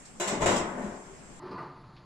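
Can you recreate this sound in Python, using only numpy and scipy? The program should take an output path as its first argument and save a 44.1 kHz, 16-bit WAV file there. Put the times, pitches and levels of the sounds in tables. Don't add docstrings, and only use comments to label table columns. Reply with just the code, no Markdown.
import sys
import numpy as np
from scipy import signal
from scipy.io import wavfile
from scipy.ndimage import uniform_filter1d

SR = 44100
rng = np.random.default_rng(int(sys.argv[2]) if len(sys.argv) > 2 else 0)


def to_wav(sig):
    pcm = np.clip(np.atleast_2d(sig), -1, 1) * 32767
    pcm = np.round(pcm).astype(np.int16)
    wavfile.write(sys.argv[1], SR, pcm.T)


N = 90404
T = np.arange(N) / SR

# f/Hz, relative level/dB
LID_MODES = [(181, 1), (356, 6), (402, 3), (577, 5.5), (597, 1), (648, 3), (708, 2.5), (850, -1),
             (914, 2.5), (1016, -1.5), (1048, 0.5), (1497, -9), (1835, -8)]


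def amp(db):
    return 10 ** (np.asarray(db) / 20)


def unit(x):
    return x / np.sqrt(np.mean(x ** 2) + 1e-20)


def read(points, hz):
    f, value = np.transpose(points)
    return np.interp(np.log(hz + 1), np.log(f + 1), value)


def colour(x, db_at, size=4096):
    log_gain = np.log(amp(db_at(abs(np.fft.fftfreq(size, 1 / SR)))))
    taps = np.fft.ifft(np.exp(np.conj(signal.hilbert(log_gain)))).real[:size // 2]
    return signal.fftconvolve(x, taps)[:N]


def wander(hz):
    return unit(signal.sosfilt(signal.butter(2, hz, fs=SR, output="sos"), rng.standard_normal(N)))


def stereo_noise(likeness, db_at):
    frames = dict(fs=SR, nperseg=512, noverlap=384)
    hz, t, (left, other) = signal.stft(rng.standard_normal((2, N)), **frames)
    alike = np.clip(read(likeness, hz), -1, 1)[:, None]
    right = alike * left + np.sqrt(1 - alike ** 2) * other
    return signal.istft(np.array([left, right]) * amp(db_at(hz, t)), **frames)[1][:, :N]


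def place(pair, balance):
    return np.array([colour(x, lambda hz: side * read(balance, hz)) for x, side in zip(pair, (.5, -.5))])


def burner(spectrum, db, flutter_db=1.5):
    # f/Hz, likeness of left and right
    likeness = [(150, 0.76), (1200, 0.11), (8000, -0.032)]

    def flutter(hz, t):
        patches = uniform_filter1d(rng.standard_normal((len(hz), len(t))), size=10, axis=0)
        return flutter_db * unit(uniform_filter1d(patches, size=16, axis=1))

    hiss = [colour(x, lambda hz: read(spectrum, hz)) for x in stereo_noise(likeness, flutter)]
    return amp(db) * unit(np.array(hiss))


def tick(start, db, decay, low_hz, high_hz):
    band = signal.butter(4, [low_hz, high_hz], "band", fs=SR, output="sos")
    burst = unit(signal.sosfilt(band, rng.standard_normal((2, N))))
    return amp(db) * burst * (T >= start) * np.exp(-np.maximum(T - start, 0) / decay)


def rim_tone(start, rise, length, pitch_hz, wobble_hz, db):
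    age = np.maximum(T - start, 0)
    drift, flicker = wander(hz=45.3), wander(hz=45.3)
    tone = np.sin(2 * np.pi * np.cumsum(pitch_hz + wobble_hz * drift) / SR) * (1 + 0.26 * flicker)
    return amp(db) * tone * np.minimum(age / rise, 1) * np.exp(-(age / length) ** 4)


def impacts(per_s, spread_db=5):
    size = amp(spread_db * np.minimum(rng.exponential(1, N), 3)) * rng.choice([-1, 1], N)
    return unit(size * (rng.random(N) < per_s / SR))


def clank(start, db, length, bass_db, treble_db, blow, bass_hz=350, treble_hz=2290):
    def shelves(hz):
        return bass_db / (1 + (hz / bass_hz) ** 2) + treble_db * hz ** 2 / (hz ** 2 + treble_hz ** 2)

    age = np.maximum(T - start, 0)
    chatter = impacts(per_s=900) * (T >= start) * np.exp(-(age / length) ** 2)
    chatter /= np.linalg.norm(chatter) + 1e-9
    low_cut = signal.butter(2, 298, "high", fs=SR)
    force = signal.lfilter(*low_cut, chatter + 1e-15)
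    force[round(start * SR)] += blow
    return amp(db) * colour(force, shelves)


def clanking(uneven_db=6, cluster_hz=76.02):
    # t/s, level/dB, chatter length/s, bass/dB, treble/dB, strength of the blow
    contacts = [(.1993, -3.5, 0.052, -12.5, 4, 0.68), (.275, -9, 0.026, -2.5, 9, 0.98),
                (.315, -6, 0.11, 9, -5.5, 0.77), (.406, 0.5, 0.035, 4.5, -4.5, 0.38),
                (.4597, 3, 0.073, 1, 0, 1), (.52, -12, 0.11, 10, -18, 0.9), (.56, -9, 0.014, -3, 7.5, 0.69),
                (.817, -23, 0.053, -16, 5, 0.27), (1.575, -13.5, 0.0041, -27, -12, 0.93)]
    grid = np.arange(0, SR / 2, cluster_hz)
    top_mode_hz = LID_MODES[-1][0]
    clusters_db = uneven_db * rng.uniform(-0.99, 1, len(grid)) * (grid > top_mode_hz)
    return colour(sum(clank(*row) for row in contacts), lambda hz: np.interp(hz, grid, clusters_db))


def mode_crowd(ring_share, db=-24.5):
    # f/Hz, relative level/dB
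    spectrum = [(40, -2.5), (130, 2.5), (190, 11.5), (450, 9), (1050, 6.5), (1400, 2.5), (2800, -2.5),
                (4500, -6.5), (6200, -6), (7500, 2), (8700, -7), (10000, -19.5), (15000, -29.5)]
    # f/Hz, t60/s
    ring_times = [(60, 0.6), (250, 0.67), (1200, 0.72), (3000, 0.47), (7500, 0.27), (14000, 0.097)]
    # f/Hz, likeness of left and right (1 and above: identical)
    likeness = [(200, 1.3), (650, 0.4), (1400, -0.04), (8000, -0.02)]

    def decay_db(hz, t):
        return -60 * t / np.maximum(ring_share * read(ring_times, hz), .02)[:, None]

    crowd = stereo_noise(likeness, decay_db)
    return amp(db) * np.array([colour(x, lambda hz: read(spectrum, hz)) for x in crowd])


def clear_mode(force, hz, t60, reach_hz=260, beat_depth=0.38, beat_hz=15.5):
    carrier = np.exp(2j * np.pi * hz * T)
    pole = np.exp(-np.pi * reach_hz / SR)
    power = abs(signal.lfilter([np.sqrt(1 - pole ** 2)], [1, -pole], force / carrier + 1e-15)) ** 2
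    energy = signal.lfilter([1], [1, -amp(-60 / (t60 * SR)) ** 2], power)
    phase = np.exp(2j * np.pi * rng.random())
    beating = beat_depth * (wander(beat_hz) + 1j * wander(beat_hz))
    return np.sqrt(energy) * (carrier * (phase + beating)).real


def lid(force, modes_db, ring_share=1, free_t60_s=0.47, roll_hz=2.227):
    weights = [np.sqrt(2 / 3) * np.cos(2 * np.pi * roll_hz * T + np.pi * k / 3) for k in range(3)]
    crowd = sum(signal.fftconvolve((force * weight)[None], mode_crowd(ring_share), axes=1)[:, :N]
                for weight in weights)
    t60 = ring_share * free_t60_s
    return crowd + sum(amp(modes_db + db) * clear_mode(force, hz, t60) for hz, db in LID_MODES)


def drum_boom(start=0.392, rise_s=0.03, decay_s=0.096, db=-32):
    age = np.maximum(T - start, 0)
    return amp(db) * wander(hz=154) * np.minimum(age / rise_s, 1) * np.exp(-age / decay_s)


def rubbing(pressure, db, per_s):
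    times, levels = np.transpose(pressure)
    return impacts(per_s) * amp(db + np.interp(T, times, levels)) * (T >= times[0])


def rocking():
    # t/s, relative level/dB
    pressure = [(.58, -3), (.64, -8.5), (.71, -10), (.76, -3.5), (.87, -7.5), (.93, -14), (1.05, -43),
                (1.2, -29)]
    # f/Hz, gain/dB
    tone = [(50, 8.5), (130, -1), (210, 5), (400, 2.5), (700, 0.5), (1100, -0.5), (2000, 1), (4000, -20),
            (8000, -12.5)]
    return colour(rubbing(pressure, db=-39.5, per_s=380), lambda hz: read(tone, hz))


def dragging(clanks):
    # t/s, relative level/dB
    pressure = [(1.39, -5), (1.42, -2.5), (1.445, 1), (1.585, 1), (1.62, -2.5), (1.7, -9.5), (1.78, -11),
                (2.05, -17.5)]
    # f/Hz, gain/dB
    tone = [(50, -16), (135, 15), (200, 6.5), (350, 6), (530, -1.5), (750, 1), (1050, 9.5), (1600, 1.5),
            (3600, -10), (4500, 3.5), (5300, -11.5), (8000, -31.5), (10000, -4), (15000, -32)]
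    return colour(rubbing(pressure, db=-50.5, per_s=500) + clanks, lambda hz: read(tone, hz))


def scene(far_from_s=1.397, crossfade_s=0.004):
    # f/Hz, relative level/dB
    near_hiss = [(25, -1.5), (100, -10), (190, 1), (290, -8), (1200, -14), (2200, -17.5), (4000, -27.5),
                 (7250, -19.5), (7500, -9.5), (7750, -17), (8900, -23.5), (10500, -38), (15000, -54)]
    far_hiss = [(80, -6.5), (130, 4.5), (250, -14.5), (500, -29), (1100, -16.5), (3000, -32.5),
                (4500, -24.5), (5500, -36.5), (7200, -40.5), (9200, -63), (9950, -37), (10800, -54),
                (15000, -68)]
    # t/s, level/dB, decay/s, lowest f/Hz, highest f/Hz
    clicks = [(0.054, -50.5, 0.025, 3950, 8900), (0.199, -43, 0.004, 3500, 12900),
              (1.512, -59, 0.035, 4000, 5200), (1.964, -57.5, 0.024, 1520, 4700)]
    # t/s, rise/s, length/s, f/Hz, wobble/Hz, level/dB
    ring_and_groans = [(0.198, 0.0049, 0.059, 353.2, 5.1, -38), (0.261, 0.024, 0.12, 198, 5.6, -33.5),
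                       (0.754, 0.1, 0.14, 210, 5.4, -32.5), (1.068, 0.015, 0.1, 385, 17.3, -49),
                       (1.427, 0.015, 0.12, 372, 6, -39), (1.554, 0.008, 0.036, 1030, 29, -41)]
    # f/Hz, left minus right/dB
    lid_balance = [(700, 4), (2500, 1), (5500, -3), (9000, -0.5)]
    hiss_balance = [(1000, 2.5), (5000, -1.5)]

    clanks = clanking()
    ticks = sum(tick(*row) for row in clicks)
    tones = sum(rim_tone(*row) for row in ring_and_groans)
    set_down = lid(clanks + rocking(), modes_db=-41) + ticks + tones + drum_boom()
    near = place(set_down, lid_balance) + place(burner(near_hiss, db=-49.5), hiss_balance)

    held_lid = lid(dragging(clanks), modes_db=-49.5, ring_share=0.64)
    far = (held_lid + ticks + tones + burner(far_hiss, db=-54.5))[0]
    far_share = np.clip((T - far_from_s) / crossfade_s + .5, 0, 1)
    return near * (1 - far_share) + far * far_share


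def record(dry, top_hz=15700):
    low_pass = signal.firwin(511, top_hz, window=("kaiser", 9), fs=SR)
    return signal.oaconvolve(dry, low_pass[None], "same")


dry = scene()
out = record(dry)
to_wav(out)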